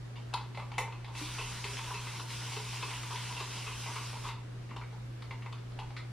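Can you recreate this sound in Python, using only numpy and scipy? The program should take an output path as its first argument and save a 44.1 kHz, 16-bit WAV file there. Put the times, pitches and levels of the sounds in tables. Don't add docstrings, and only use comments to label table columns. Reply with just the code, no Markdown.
import sys
import numpy as np
from scipy import signal
from scipy.fft import rfft, irfft, next_fast_len
from scipy.io import wavfile
from scipy.ndimage import uniform_filter1d, map_coordinates

SR = 44100
rng = np.random.default_rng(int(sys.argv[2]) if len(sys.argv) > 2 else 0)


def digitize_waveform(pressure):
    field = np.atleast_2d(pressure).T
    bounded = np.clip(field, -1, 1)
    quanta = np.round(bounded * 32767).astype(np.int16)
    wavfile.write(sys.argv[1], SR, quanta)


N = 269873

# (frequency [Hz], T60 [s])
ROOM_DECAY = [(300, 0.48), (1000, 0.46), (3000, 0.5), (10000, 0.26)]
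# (frequency [Hz], gain [dB])
MID_CAPSULE = [(6000, -0.5), (10500, -8), (12500, -18), (15000, -46)]
SIDE_CAPSULE = [(300, -23), (1000, -23), (2500, -15), (3600, -14), (4200, -4), (5500, -1), (8000, 5),
                (13000, -1)]
TOP_HZ = 15466

# (frequency [Hz], relative level [dB])
AIR_MID = [(47, -55), (80, -9), (102, -9.5), (127, -9.5), (148, -10), (173, -12), (398, -15), (518, -19),
           (1070, -23), (1170, -22), (1460, -23.5), (4090, -32.5), (5800, -35.5), (11800, -46.5),
           (15300, -72)]
AIR_SIDE = [(12, -35), (20, -57), (136, -4), (531, -2.5), (593, -16), (721, -9.5), (2250, -17), (4510, -21),
            (11300, -32.5), (14100, -39), (15300, -61)]
# (frequency [Hz], mean level [dB rms], unsteadiness [dB], which also scales phase drift)
MOTOR_LINES = [(120, -43.5, 0.6), (57.5, -96, -2), (178, -70, 0)]
# (time [s], level [dB])
RUMBLE_LEVEL = [(0, -58.5), (1.5, -56), (3, -61), (4.4, -58), (5.2, -53.5), (6.12, -58)]
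# (frequency [Hz], relative level [dB])
RUMBLE_SPECTRUM = [(15, -34), (25, 11.5), (45, 2), (60, 15), (80, -21), (110, -47)]

# (time [s], blow level [dB], pitch stirred in the hollow [Hz], then relative to the blow
# hollow [dB], wall [dB], shoulder [dB], head [dB], and room tail relative to the direct sound [dB])
CLICKS = [(0.157, -41, 910, -8.5, -10, -14, -13.5, 8.5), (0.33, -32, 990, -10, -38, -17, -26, -3),
          (0.338, -26.5, 950, -1, -18, -9, -4, -1.5), (0.374, -33, 930, -4, -11.5, -17, -24, -1),
          (0.41, -32, 960, -7, -29, -26, -17, -3), (0.547, -34.5, 900, -10.5, -13, -20, -14.5, 4.5),
          (0.573, -27.5, 850, -8, -13.5, -20, -22, 2.5), (0.597, -33.5, 1180, -7, -26, -17, -17, 3),
          (0.717, -31.5, 850, -8.5, -12, -17, -19, 1), (0.738, -35.5, 850, -19, -15, -12, -20, 4),
          (0.781, -14.5, 880, -9.5, -12, -20, -19.5, 3), (0.82, -29.5, 1010, -6.5, -15, -14, -28, -1),
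          (0.878, -35, 880, -3, -22, -25, -28, -7), (0.923, -37, 1060, -6.5, -16, -10.5, -19, 3),
          (1.045, -41.5, 830, -4.5, -4, -9, -3.5, 3), (1.081, -37.5, 964, -6.5, -18, -16, -21, 5),
          (1.151, -29, 1000, -14.5, -16, -13, -17, 4), (1.188, -38, 1060, -14, -18, -18, -8, 3),
          (1.247, -38.5, 910, -17, -21, -17, -7, 1), (1.384, -30, 1000, -6.5, -14.5, -9.5, -16, 7.5),
          (1.417, -36, 896, -17, -7, -18, -9, 2), (1.641, -25.5, 980, -14.5, -12, -11.5, -14, 4.5),
          (1.769, -28, 940, -17, -13, -7, -22, 5), (1.79, -29, 990, -9, -22, -20, -23, -1),
          (1.905, -31, 1020, -2.5, -25, -21, -21, -0.5), (1.941, -29.5, 1040, -13, -14, -13.5, -17, 8.5),
          (2.069, -29, 1150, -10.5, -12.5, -10, -22, 2), (2.196, -33, 1040, -3.5, -23, -12, -12, -0.5),
          (2.304, -34.5, 980, -10, -7.5, -14, -14, -2), (2.418, -32.5, 940, -12, -14, -37, -20, -1),
          (2.52, -26, 950, -13, -19, -18, -18, 6), (2.565, -27, 955, -8.5, -15, -12.5, -16, 3.5),
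          (2.731, -33, 910, -7, -13, -14, -10, 0), (2.826, -25.5, 1090, -7, -14, -11, -13.5, 1.5),
          (2.905, -27, 960, -12.5, -15.5, -24, -13, 4), (3.032, -31, 1160, -7, -11.5, -16, -19, -8),
          (3.107, -31, 1000, -5, -25, -23, -14, 5.5), (3.158, -32.5, 910, -16, -8.5, -11, -9, 4),
          (3.29, -31, 940, -18.5, -28, -12, -17, 2), (3.324, -30, 910, -8.5, -17, -9, -25, -9),
          (3.367, -33, 990, -6.5, -17, -7, -15, 7), (3.402, -26, 980, -9, -19, -16, -12, 3),
          (3.56, -33.5, 1010, -8, -21, -18, -11, 7.5), (3.665, -29, 1130, -9.5, -15, -12, -28, 8.5),
          (3.861, -31, 925, -5.5, -14, -41, -28, 8.5), (3.958, -28, 1110, -9, -13.5, -13.5, -17, 6.5),
          (4.131, -35.5, 945, -3, -11, -22, -17, 5), (4.24, -34, 1140, -8, -28, -31, -21, 14.5),
          (4.262, -39, 980, -12, -24, -11, -12, 11), (4.287, -32, 980, -6.5, -11, -9.5, -12, 4),
          (4.31, -38.5, 990, -15, -10, -16, -10, 4.5), (4.692, -44, 861, -16, -8, -13, -18, 9),
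          (4.709, -36.5, 1070, -6, -6.5, -22, -25, 0.5), (4.763, -32, 980, -6.5, -27, -17, -15, -1.5),
          (4.768, -37.5, 850, -8, -16, -16, -13.5, 5), (4.814, -38.5, 1320, -4.5, -11, -29, -21, 5.5),
          (4.819, -36.5, 1080, -14, -9.5, -26, -30, -7), (4.836, -41.5, 1090, -19, -5, -24, -22, -1),
          (4.928, -45, 830, -3.5, -26, -23, -12, 5), (5.222, -38, 1130, -9, -8, -20, -7.5, 1.5),
          (5.309, -32.5, 1040, -6.5, -5.5, -15, -15.5, -1), (5.321, -38, 920, -8, -24, -18, -15, 0),
          (5.422, -39.5, 1120, -10, -5.5, -12, -18, 2), (5.461, -34.5, 1020, -1.5, -9, -14, -21.5, -1.5),
          (5.526, -39, 1120, -4.5, -9, -6.5, -7, 0.5), (5.582, -44, 999, -13, -18, -18, -13, -1),
          (5.719, -43, 1150, -10, -26, -20, -12, 4), (5.789, -30, 875, -7, -19, -14, -14, 2),
          (5.795, -33, 800, -22, -18, -23, -12.5, 0), (5.905, -38.5, 869, -6.5, -13, -23, -17, 1),
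          (5.966, -34.5, 1300, -6, -4, -11, -10.5, 4), (5.975, -39, 1450, -5, -3, -16, -11, -1.5)]
# (time [s], level [dB], pitch [Hz])
KNOCKS = [(0.573, -42, 570), (0.782, -36.5, 509), (1.214, -38.5, 308), (1.394, -42, 424),
          (1.651, -40.5, 407), (1.94, -47, 421), (2.569, -38.5, 426), (2.831, -42, 403),
          (3.105, -46.5, 424), (3.409, -39, 398), (3.674, -53, 448), (4.27, -62, 460)]
KNOCK_T60_S = 0.1
# (frequency [Hz], width [Hz], relative gain per pass [dB])
HOLLOW = [(825, 56, -6), (905.5, 12.3, 4.5), (964, 56, -2.5), (990, 24, 5), (1040, 96, -8.5), (1141, 41, 1),
          (1248, 55, -11), (1361, 91, 0), (1473, 490, -5)]
WALL = [(1840, 140, -9), (2061, 42, 3.5), (2260, 106, -2.5), (2470, 65, -7)]
SHOULDER = [(2583, 175, 0.21), (2800, 266, -0.7), (3043, 323, -4)]
BASE = [(356, 137, -2.5), (443, 114, 5), (677, 78, -3.5)]
HEAD = [(3450, 560, 0), (4630, 1220, -3.5), (5300, 520, -6)]
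SPRING = [(5700, 2400, -1.4), (9200, 11000, -0.66)]
ORIFICE = [(5660, 1040, -6.5)]
# hollow [dB], wall [dB], shoulder [dB], head [dB]
PART_TRIM = [0.33, 2.37, 3, 1.5]
REFERENCE_BLOW_DB = -35
BASE_DB, SPRING_DB = -15, -11
SPRING_GROWS = 0.7
WALL_THUD_DB = -5
WALL_CLEARS = 0.6
PICK_HZ = 274
SCATTER_DB = 2
ONSET_S, CHATTER_S = 0.0022, 0.0046

# (time [s], flow level before the layer gains [dB])
SPRAY = [(1.12, -75), (1.18, -53.5), (1.3, -54), (2.22, -55), (2.27, -59.5), (2.31, -54), (3.99, -54.5),
         (4.28, -57), (4.4, -89)]
# (frequency [Hz], relative level [dB])
HISS_MID = [(290, -14), (500, -17), (675, -18.5), (980, -9), (1270, -10.5), (1460, -7.5), (1740, -11),
            (2060, -7.5), (2710, -5.5), (3700, -7.5), (4280, -11), (5400, -9), (6800, -15.5), (10500, -20),
            (12500, -35.5), (15300, -99)]
HISS_SIDE = [(410, -36), (700, -6), (1500, -27), (2420, -17), (2970, -14), (3800, 9.5), (5520, 12),
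             (11400, 9), (12900, 11), (15300, -11)]


def amp(db):
    return 10 ** (np.asarray(db) / 20)


def unit(x):
    return x / np.sqrt(np.mean(x ** 2) + 1e-20)


def peak(x):
    return x / np.max(np.abs(x))


def along(points, hz):
    f, v = np.transpose(points)
    return np.interp(np.log(hz + 1), np.log(f + 1), v)


def wobble(rate):
    knots = rng.standard_normal(int(N * rate / SR) + 4)
    return map_coordinates(knots, [np.arange(N) * rate / SR])


def filtered(x, response):
    m = next_fast_len(x.shape[-1] + 8192)
    spectrum = rfft(x, m) * response(np.fft.rfftfreq(m, 1 / SR))
    return irfft(spectrum, m)[..., :x.shape[-1]]


def rush(spectrum, patchy_db):
    z = signal.stft(rng.standard_normal(N + 512), nperseg=512)[2]
    across_hz = uniform_filter1d(rng.standard_normal(z.shape), 6, 0)
    patches = unit(uniform_filter1d(across_hz, 10, 1))
    noise = signal.istft(z * amp(patchy_db * patches), nperseg=512)[1][:N]
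    return unit(filtered(noise, lambda hz: amp(along(spectrum, hz))))


def ringing(modes, scatter_db, order=2):
    gains = amp(scatter_db * rng.standard_normal(len(modes)))

    def response(f):
        total = 0
        for k, (centre, width, db) in enumerate(modes):
            resonance = 1j * f * width / (centre * centre - f * f + 1j * f * width)
            total = total + (-1) ** k * gains[k] * amp(db) * resonance
        return total ** order
    return response


def picked(modes, hz, width_hz, scatter_db, thud_db):
    fine = ringing(modes, scatter_db, order=1)
    broad = ringing([(hz, width_hz, 0)], 0, order=1)
    return lambda f: (fine(f) + amp(thud_db) * broad(f)) * broad(f)


def place_in_room(out, s, blow, wet_db):
    hz, t, z = signal.stft(rng.standard_normal((2, len(blow))), SR, nperseg=256)
    late = amp(-60 * t / along(ROOM_DECAY, hz)[:, None])
    early = amp(-1 - 60 * t / 0.19)
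    tail = signal.istft(z * (late + early), SR, nperseg=256)[1]
    tail = np.pad(tail, ((0, 0), (round(0.0045 * SR), 0)))
    tail *= amp(wet_db) / np.linalg.norm(tail)
    direct = blow * np.array([[1], [0.5]])
    heard = direct + signal.fftconvolve(blow[None], tail, axes=1)[:, :len(blow)]
    start = round(s * SR)
    out[:, start:start + len(blow)] += heard


def fan():
    t = np.arange(N) / SR
    hum = np.zeros(N)
    for hz, db, drift_db in MOTOR_LINES:
        level = np.sqrt(2) * amp(db + drift_db * wobble(7.6))
        hum += level * np.sin(2 * np.pi * hz * t + 0.84 * drift_db * wobble(3.34))
    s, rumble_db = np.transpose(RUMBLE_LEVEL)
    rumble = amp(np.interp(t, s, rumble_db)) * rush(RUMBLE_SPECTRUM, patchy_db=1.5)
    air_mid = amp(-54.5) * rush(AIR_MID, patchy_db=1.1)
    air_side = amp(-56.5) * rush(AIR_SIDE, patchy_db=1.0)
    return np.array([hum + rumble + air_mid, air_side])


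def click(db, hz, part_db):
    t = np.arange(int(0.4 * SR)) / SR
    tap = 1.0 * (t == 0)
    rattle = rng.standard_normal(len(t)) * np.exp(-t / CHATTER_S) * (1 - np.exp(-t / ONSET_S))
    harder_db = db - REFERENCE_BLOW_DB
    wall_thud_db = WALL_THUD_DB - WALL_CLEARS * harder_db
    hollow_db, wall_db, shoulder_db, head_db = db + np.add(part_db, PART_TRIM)
    spring_db = head_db + SPRING_DB + SPRING_GROWS * harder_db
    parts = [
        (hollow_db, tap, picked(HOLLOW, hz, PICK_HZ, SCATTER_DB, thud_db=-6.5)),
        (wall_db, tap, picked(WALL, 2050, 530, SCATTER_DB, wall_thud_db)),
        (shoulder_db, tap + 0.21 * rattle, ringing(SHOULDER, SCATTER_DB, order=1)),
        (head_db, 0.52 * tap + 0.46 * rattle, ringing(HEAD, scatter_db=1.5, order=1)),
        (hollow_db + BASE_DB, tap, ringing(BASE, scatter_db=1.0)),
        (spring_db, 0.4 * tap + 0.34 * rattle, ringing(SPRING, 0, order=1))]
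    return sum(amp(level) * peak(filtered(push, response)) for level, push, response in parts)


def knock(db, hz):
    t = np.arange(int(0.4 * SR)) / SR
    rise = 1 - np.exp(-t / 0.00017)
    return amp(db) * np.sin(2 * np.pi * hz * t) * amp(-60 * t / KNOCK_T60_S) * rise


def trigger():
    out = np.zeros((2, N + SR))
    for s, db, hz, *part_db, wet_db in CLICKS:
        place_in_room(out, s, click(db, hz, part_db), wet_db)
    for s, db, hz in KNOCKS:
        place_in_room(out, s, knock(db, hz), wet_db=1)
    return filtered(out[:, :N], lambda hz: amp([along(MID_CAPSULE, hz), along(SIDE_CAPSULE, hz)]))


def nozzle():
    s, db = np.transpose(SPRAY)
    flow_db = np.interp(np.arange(N) / SR, s, db, left=-120, right=-120)
    flow = amp(flow_db + 0.66 * wobble(16))
    spits = amp(4 * wobble(60)) * rng.standard_normal(N)
    sputter = unit(filtered(spits, picked(HOLLOW, 983, 330, scatter_db=1, thud_db=-22.5)))
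    drops = amp(8 * wobble(200)) * rng.standard_normal(N)
    grit = filtered(drops, ringing([*SHOULDER, *ORIFICE], scatter_db=0.5, order=1))
    grit = unit(filtered(grit, lambda hz: amp(along(MID_CAPSULE, hz))))
    hiss = rush(HISS_MID, patchy_db=1.8)
    mid = amp(8.0) * hiss + amp(-1.1) * sputter + amp(-7.0) * grit
    side = amp(4.5) * rush(HISS_SIDE, patchy_db=1.8)
    return flow * np.array([mid, side])


def scene():
    mid, side = fan() + trigger() + nozzle()
    return np.array([mid + side, mid - side])


def record(dry):
    return filtered(dry, lambda hz: hz < TOP_HZ)


dry = scene()
out = record(dry)
digitize_waveform(out)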